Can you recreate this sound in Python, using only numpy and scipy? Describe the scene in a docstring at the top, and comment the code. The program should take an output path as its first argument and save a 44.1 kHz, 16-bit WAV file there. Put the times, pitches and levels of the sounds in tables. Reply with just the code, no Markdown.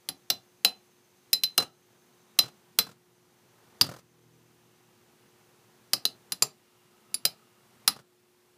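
"""Spinning tops clashing in a dish

Two metal spinning tops circle in a plastic dish, close to the microphone, in a small room.
Each clash is noise bursts for the crack and the dish, plus dying sine waves for the ringing discs.
After some clashes a top hops on its tip; midway a tilted top drones at multiples of its spin.
In between, filtered noise makes the tips rub and sing faintly over a steady sine hum."""
import sys
import numpy as np
from scipy import signal
from scipy.fft import rfft, irfft
from scipy.io import wavfile

SR = 44100
rng = np.random.default_rng(int(sys.argv[2]) if len(sys.argv) > 2 else 0)


def inscribe(sig):
    """Save sig as 16-bit PCM at rate SR to the path in sys.argv[1].

    A 1-D sig is mono; a 2-D sig holds one channel per row.
    Samples are clipped to [-1, 1] before scaling.
    """
    pcm = np.round(np.clip(np.atleast_2d(sig).T, -1, 1) * 32767)
    wavfile.write(sys.argv[1], SR, pcm.astype(np.int16))


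N = 377937
TIME = np.arange(N) / SR  # s, the whole scene
T = np.arange(SR // 2) / SR  # s, the half second given to each blow

# One row a clash: t/s, force/dB, push down into the dish/dB, the dish's bright clack against its hollow
# knock/dB, main ring against the force/dB, brightness/dB, overtone that the contact favours f/Hz
CLASHES = [(0.0884, -44, 2.5, -1.5, -1, 0.5, 10900), (0.3019, -34, -0.5, -3, 0, -7, 4710),
           (0.6483, -30, 1, -4.5, 4.5, -6.5, 4580), (1.331, -36, -7, -4.5, 11, 3.5, 13340),
           (1.4357, -36.5, -10.5, 3, 11, -6, 12150), (1.579, -30, 4, 0, 7.5, -7.5, 9150),
           (2.3893, -30.5, 0.5, -1.5, 8.5, -2, 12150), (2.788, -29.5, 1.5, 5.5, 3, -3.5, 13400),
           (3.812, -33, 3, 9, -4, 1.5, 5000), (5.9337, -33.5, 0, 1, -2.5, -1.5, 5330),
           (6.053, -36.5, -2.5, -2.5, 8, -5, 10500), (6.321, -42.5, -1, 5.5, 2, 1, 10500),
           (6.423, -35, 5, 1.5, -4.5, 5, 7400), (7.143, -45.5, -5, 2, -5, 5.5, 10500),
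           (7.2526, -34.5, 0, -2, 4.5, 2, 12150), (7.8774, -30.5, 2.5, 7.5, 2.5, -1, 10500)]
# Ringing modes of the two discs: f/Hz, level within its zone/dB, t60/s before ring() scales it
DISC_MODES = [(3990, -9, .035), (4135, -8, .045), (4560, -5, .028), (4700, -6, .028), (4815, -8, .035),
              (4923, -4, .085), (5030, -3, .08), (5350, -7, .025), (5680, -10, .025), (6100, -13, .025),
              (6880, -7, .02), (7300, -3, .035), (7460, -6, .04), (8960, -6, .035), (9130, -4, .03),
              (9270, -6, .04), (9965, -6, .04), (10130, -6, .04), (10550, -9, .025), (10800, -7, .035),
              (10980, -9, .035), (12125, -1, .045), (13150, -10, .025), (13340, -3, .04), (13470, -7, .04),
              (14200, -13, .025)]
# Groups of disc modes: centre f/Hz, level against the force/dB, dB per dB of main ring, dB per dB of
# brightness. A contact that spares the main ring strikes the damped clank just above it instead.
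ZONES = [(4054, 0, 1, 0), (4740, 1.5, -1.05, 0.5), (5058, -2, 0.57, 0.96), (7400, -9, 0, 2),
         (9150, -8, 0.41, 1.9), (10500, -2.5, 0, 1.5), (12230, -6, 0, 0.5), (13400, -3.5, 0.06, 0.4)]
# Colour of the dish's low boom: f/Hz, level per Hz/dB
THUMP_COLOUR = [(25, -21), (60, -28), (90, -11), (125, -0.5), (175, 0), (250, -1), (320, -7), (600, -36.5),
                (2000, -69.5)]
# Colour of the dish's hollow knock: f/Hz, level per Hz/dB
KNOCK_COLOUR = [(120, -32.5), (290, -9), (370, 0.5), (475, 0.5), (530, -6.5), (595, 2), (680, -0.5),
                (780, 4), (920, -5.5), (1400, -24.5), (5000, -62)]
# Colour of the dish's bright clack: f/Hz, level per Hz/dB
CLACK_COLOUR = [(300, -33.5), (800, -11.5), (1000, -3), (1100, -4.5), (1230, 5.5), (1500, -5), (2000, -7.5),
                (3300, -20), (9000, -47)]
# Colour of metal cracking on metal: f/Hz, level per Hz/dB
CRACK_COLOUR = [(500, -36), (1800, -11.5), (2300, -7.5), (2750, 0.5), (3200, -2.5), (3700, 0.5),
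                (5500, 0.5), (6500, -5.5), (8200, -9.5), (10500, -6.5), (12700, -7.5), (15000, -7.5)]
# Colour of the dish when a tip lands on it: f/Hz, level per Hz/dB
HOP_COLOUR = [(40, -28.5), (130, 9.5), (300, -1.5), (600, 2), (900, -2.5), (1300, 1), (2200, -13.5),
              (4500, -23.5), (15000, -44)]
# Colour of the landing tip itself: f/Hz, level per Hz/dB
TICK_COLOUR = [(500, -28.5), (2500, -1.5), (4500, 2.5), (6700, 0.5), (9000, -3), (15000, -7.5)]
# How long the room rings: f/Hz, t60/s
ROOM = [(60, .4), (150, .34), (400, .25), (1200, .22), (4000, .17), (9000, .145), (15000, .12)]
# The tops slow down: t/s, spin/turns per s
SPIN = [(0, 46), (2, 44), (3.8, 41.5), (4.1, 40.5), (4.8, 40.2), (8.57, 36)]
# A knocked top hops once a turn; after the landings the rubbing is quieter for a while: first landing t/s,
# landings, relative knock on the dish/dB, relative tick of the tip/dB, drop of the rubbing afterwards/dB
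SKITTERS = [(1.6, 2, -24.5, -32, 2), (2.434, 3, -34.5, -44, 0.5), (2.866, 3, -38, -49, 3.5),
            (3.839, 2, -31, -39, -0.5), (3.889, 5, -28, -42.5, 4.5), (7.962, 2, -38, -51, 3.5)]
# How hard the tips grind on the dish: t/s, relative level/dB
GRIND = [(0.0, -66.5), (1.1, -67.5), (1.48, -64), (1.69, -68.5), (1.91, -65), (2.34, -63.5), (3.2, -66),
         (3.82, -59.5), (3.94, -65), (4.89, -64.5), (6.32, -63), (6.54, -68), (6.85, -66), (7.11, -64),
         (7.54, -66), (7.85, -61.5), (7.99, -68.5), (8.57, -66.5)]
# Colour of the rubbing: f/Hz, relative level/dB
RUB_COLOUR = [(18, -61.5), (35, -44), (62, -22.5), (90, -16), (115, -3.5), (160, -10), (225, -3.5),
              (290, -13), (450, -8.5), (580, -15), (800, -12), (1250, -15), (2000, -18.5), (4500, -22.5),
              (8000, -25), (15000, -27)]
# Resonances that the tips excite for a while: start t/s, end t/s, centre f/Hz, width/Hz, relative level/dB
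SINGING = [(-.3, 2.9, 6280, 450, -78), (2.7, 6.5, 6180, 800, -81), (6.5, 8, 1270, 200, -74),
           (6.3, 8, 2820, 240, -79), (1.7, 2.8, 3780, 250, -81), (4.1, 5.9, 2780, 450, -82)]
# How strongly a tilted top shakes the dish: t/s, relative level/dB
WOBBLE = [(0, -86), (3.8, -79), (4.05, -74.5), (4.35, -69), (4.8, -78.5), (5.6, -81), (6.2, -90),
          (8.57, -94.5)]
# Tones of that shaking: multiple of the spin, relative level/dB
WOBBLE_ORDERS = [(2, -14.5), (3, 1.5), (4, 0.5), (5, -12), (6, -6), (7, -10), (8, -5.5), (11, -9.5),
                 (12, -10.5)]

HUM_HZ, HUM_DB = 359.2, -71
HISS_DB, HISS_FOLLOWS, USUAL_GRIND_DB = -68, 0.44, -65.5  # hiss at the usual grind, its dB per dB of grind
EASE_S = 0.55  # time constant with which the rubbing returns to its level after the landings
HOP_LOSS_DB, TICK_LOSS_DB = 4, 2.5  # each landing is weaker than the last
BLOW_S = 0.04  # s, reference length for the energy of a blow
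MAIN_HZ, MAIN_DB = 4056, -1.45  # the longest ring, level against its zone
LINGER_DB, LINGER_T60_S = -24.5, 0.26  # its faint twin, level against the main ring
# Fast tops spring apart and ring on; slow ones stay in touch and damp each other.
# t60 of the main ring at RING_SPIN turns per s, and how steeply it follows the spin:
RING_T60_S, RING_SPIN, RING_POWER = 0.099, 41.55, 3.1
RING_DAMPING = 0.02  # about the share of that t60 lost for each dB of push
FAVOUR_DB, FAVOUR_WIDTH_HZ = 7, 600  # lift of overtones with a crest at the point of contact
KNOCK_DB, CLACK_DB = -10, -9  # the dish's answer against force plus push
THUMP_DB, THUMP_PER_FORCE, THUMP_PER_PUSH = -35.5, 0.4, 0.65  # the low boom depends mostly on the push
EXTRA_BOOM_S, EXTRA_BOOM_DB = 3.812, -37.5  # an extra low boom of the dish at one clash
EDGE_HZ = 15300  # upper edge of the recorder's band


def amp(db):
    """Turns decibels into a gain."""
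    return 10 ** (np.asarray(db) / 20)


def evened(x):
    """Scales a sound to rms 1."""
    return x / np.sqrt(np.mean(x ** 2) + 1e-30)


def blow(x):
    """Scales a blow to the energy of rms 1 held for BLOW_S."""
    return x * np.sqrt(BLOW_S * SR / np.sum(x ** 2))


def read(points, hz):
    """Reads a spectrum on a log-frequency axis."""
    f, value = np.transpose(points)
    return np.interp(np.log(hz + 1), np.log(f), value)


def curve(points):
    """Reads a curve over time at every sample."""
    return np.interp(TIME, *np.transpose(points))


def spin_at(s):
    """Turns per second at time s."""
    return np.interp(s, *np.transpose(SPIN))


def turns_so_far():
    """Adds up the spin into a running count of turns."""
    return np.cumsum(curve(SPIN)) / SR


def add(mix, s, sound):
    """Mixes a sound in at time s, cutting what runs past the end."""
    part = mix[round(s * SR):][:len(sound)]
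    part += sound[:len(part)]


def colour(x, points):
    """Filters with the given spectrum, in a way that never sounds ahead of the blow (minimum phase)."""
    log_gain = np.log(amp(read(points, abs(np.fft.fftfreq(4096, 1 / SR)))))
    taps = np.fft.ifft(np.exp(np.conj(signal.hilbert(log_gain)))).real
    return signal.fftconvolve(x, taps[:len(taps) // 2])[:len(x)]


def drift(slow_hz, fast_hz):
    """Slow random wandering of rms 1, from 20 sine waves that weaken with frequency."""
    t = np.linspace(0, TIME[-1], N // 100)
    wander = np.zeros(len(t))
    for f in np.geomspace(slow_hz, fast_hz, 20):
        wander += np.sin(2 * np.pi * (f * t + rng.random())) / np.sqrt(f)
    return np.interp(TIME, t, evened(wander))


def dying(t60):
    """An envelope that falls 60 dB in t60 seconds."""
    return np.exp(-np.log(1000) * T / t60)


def burst(t60, rise_s=0.00015):
    """A dense cloud of quickly dying vibrations, made of noise."""
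    rise = 1 - np.exp(-T / rise_s)
    return blow(rng.standard_normal(len(T)) * rise * dying(t60))


def in_room(x, wet_db, gap_s=0.0085):
    """Adds the room's tail of dying noise; the tops move, so the echoes differ for every blow."""
    hz, t, noise = signal.stft(rng.standard_normal(len(T)), SR, nperseg=256)
    fading = noise * np.exp(-np.log(1000) * t / read(ROOM, hz)[:, None])
    tail = signal.istft(fading, SR, nperseg=256)[1][:len(T)]
    tail *= np.minimum(T / gap_s, 1) ** 2  # the tail swells in after the direct sound
    echo = signal.fftconvolve(x, tail)[:len(T)]
    return blow(blow(x) + amp(wet_db) * blow(echo))


def hum():
    """A steady, barely wavering sine hum in the room."""
    waver = 1 + 0.08 * drift(0.3, 4)
    return np.sqrt(2) * amp(HUM_DB) * waver * np.sin(2 * np.pi * HUM_HZ * TIME)


def singing(level_db=-0.5, fade_s=0.52):
    """Friction at the tips fitfully wakes single resonances: narrow bands of flickering noise."""
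    hz = np.fft.rfftfreq(N, 1 / SR)
    out = np.zeros(N)
    for start, end, centre, width, db in SINGING:
        resonance = 1 / (1 + ((hz - centre) / (width / 2)) ** 2)
        band = irfft(rfft(rng.standard_normal(N)) * resonance, N)
        fade = np.clip(np.minimum(TIME - start, end - TIME) / fade_s, 0, 1)
        flicker_db = 2.2 * drift(6, 50)
        out += amp(db + level_db + flicker_db) * evened(band) * fade
    return out


def easing():
    """The dB by which the rubbing is quieter after the landings, slowly returning to its level."""
    drop_db = np.zeros(N)
    for s, landings, _, _, ease_db in SKITTERS:
        since = TIME - s - round(landings) / spin_at(s)
        drop_db += ease_db * (since > 0) * np.exp(-abs(since) / EASE_S)
    return drop_db


def rubbing(split_hz=2200, flutter=0.15, rumble_db=-1.5):
    """The tips grind on the dish: a low rumble that flutters once a turn, and a hiss that follows less."""
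    hz = np.fft.rfftfreq(N, 1 / SR)
    noise = rfft(rng.standard_normal(N)) * amp(read(RUB_COLOUR, hz))
    low = 1 / (1 + (hz / split_hz) ** 4)
    turn = 1 + flutter * np.cos(2 * np.pi * turns_so_far())
    uneven_db = 0.55 * drift(6, 40)
    grind_db = curve(GRIND)
    rumble = evened(irfft(noise * low, N)) * amp(grind_db + rumble_db + uneven_db) * turn
    hiss_db = HISS_DB + HISS_FOLLOWS * (grind_db - USUAL_GRIND_DB)
    hiss = evened(irfft(noise * (1 - low), N)) * amp(hiss_db)
    return (rumble + hiss) * amp(-easing())


def wobble():
    """A tilted top shakes the dish, making sine tones at multiples of its spin."""
    turns = turns_so_far()
    drone = np.zeros(N)
    for order, db in WOBBLE_ORDERS:
        drone += amp(db) * np.sin(2 * np.pi * (round(order) * turns + rng.random()))
    return np.sqrt(2) * amp(curve(WOBBLE)) * drone


def landing(rebound_db=-5):
    """A tip touches down and rebounds once, a few milliseconds later."""
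    touch = burst(t60=0.052, rise_s=0.0012)
    rebound = burst(t60=0.035, rise_s=0.0008)
    add(touch, rng.uniform(0.0028, 0.008), amp(rebound_db) * rebound)
    return touch


def hops():
    """The tip lands and scuffs the plastic once a turn, ever more softly."""
    out = np.zeros(N)
    for s, landings, knock_db, tick_db, _ in SKITTERS:
        for k in range(round(landings)):
            knock_gain = amp(knock_db - 15.5 - k * HOP_LOSS_DB)
            tick_gain = amp(tick_db - 11 - k * TICK_LOSS_DB)
            knock = knock_gain * in_room(colour(landing(), HOP_COLOUR), wet_db=-15)
            tick = tick_gain * in_room(colour(landing(), TICK_COLOUR), wet_db=-13)
            add(out, s + k / spin_at(s), knock + tick)
    return out


def thump(db):
    """The floor of the dish flexes and booms: a burst of low noise."""
    return amp(db) * in_room(colour(burst(t60=0.11), THUMP_COLOUR), wet_db=-5)


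def struck(force_db, ring_db, bright_db, favoured_hz):
    """How hard one contact strikes each group of disc modes, in dB."""
    hz, db, per_ring, per_bright = np.transpose(ZONES)
    favour = np.exp(-((hz - favoured_hz) / FAVOUR_WIDTH_HZ) ** 2)
    return force_db + db + per_ring * ring_db + per_bright * bright_db + FAVOUR_DB * favour


def disc_mode(hz, t60, spin, swirl, detune, rise_s):
    """One dying sine wave of a disc; its lobes sweep past the microphone twice a turn."""
    phase, facing = rng.uniform(0, 2 * np.pi, 2)
    sweep = 1 + swirl * np.cos(2 * np.pi * 2 * spin * T + facing)
    onset = 1 - np.exp(-T / rise_s)
    pitch_hz = hz * (1 + detune * rng.standard_normal())
    return blow(np.sin(2 * np.pi * pitch_hz * T + phase) * sweep * onset * dying(t60))


def ring(zone_db, main_t60, spin, detune=0.003, sustain=0.92):
    """The discs' modes, each as strong as its zone is struck, with their echo in the room."""
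    main = disc_mode(MAIN_HZ, main_t60, spin, swirl=0.33, detune=0.00049, rise_s=0.00056)
    # the main mode's twin is barely damped and lingers faintly
    twin = disc_mode(MAIN_HZ, LINGER_T60_S, spin, swirl=0.4, detune=0.0005, rise_s=0.001)
    main += amp(LINGER_DB) * twin
    modes = np.zeros(len(T))
    for hz, db, t60 in DISC_MODES:
        zone = np.argmin(abs(np.array(ZONES)[:, 0] - hz))
        scatter = detune * BLOW_S / t60  # the damped modes vary most with the contact
        mode = disc_mode(hz, t60 * sustain, spin, swirl=0.5, detune=scatter, rise_s=0.00062)
        modes += amp(zone_db[zone] + db) * mode
    size = np.sqrt(np.sum(modes ** 2) / (BLOW_S * SR))  # in_room() evens the level, so put it back
    clank = size * in_room(modes, wet_db=-19)
    return clank + amp(zone_db[0] + MAIN_DB) * in_room(main, wet_db=-23.5)


def clashes():
    """Metal meets metal: a snap, a short chatter of loose parts, the ring, and the jolt into the dish."""
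    out = np.zeros(N)
    for s, force_db, push_db, tone_db, ring_db, bright_db, favoured_hz in CLASHES:
        snap = burst(t60=0.006) + amp(-1.5) * burst(t60=0.03)
        crack = amp(force_db + 8) * in_room(colour(snap, CRACK_COLOUR), wet_db=-15.5)

        # the jolt goes through the tips into the dish
        jolt_db = force_db + push_db
        slap = burst(t60=0.022) + amp(2) * burst(t60=0.043)
        clack = amp(jolt_db + CLACK_DB + tone_db / 2) * in_room(colour(slap, CLACK_COLOUR), wet_db=-13)
        hollow = colour(burst(t60=0.06), KNOCK_COLOUR)
        knock = amp(jolt_db + KNOCK_DB - tone_db / 2) * in_room(hollow, wet_db=-7.5)
        boom = thump(THUMP_DB + THUMP_PER_FORCE * force_db + THUMP_PER_PUSH * push_db)

        spin = spin_at(s)
        main_t60 = RING_T60_S * (spin / RING_SPIN) ** RING_POWER * np.exp(-RING_DAMPING * push_db)
        metal = ring(struck(force_db, ring_db, bright_db, favoured_hz), main_t60, spin)
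        add(out, s, crack + clack + knock + boom + metal)
    add(out, EXTRA_BOOM_S, thump(EXTRA_BOOM_DB))
    return out


def scene():
    """All sources add up at one microphone."""
    background = hum() + singing() + rubbing() + wobble()
    return (background + hops() + clashes())[None]


def record(dry, ceiling=0.95):
    """The recorder rounds the tallest peaks, then cuts everything above its band."""
    rounded = ceiling * np.tanh(dry / ceiling)
    low_pass = signal.firwin(511, EDGE_HZ, window=("kaiser", 9), fs=SR)
    return signal.oaconvolve(rounded, low_pass[None], "same")


dry = scene()
out = record(dry)
inscribe(out)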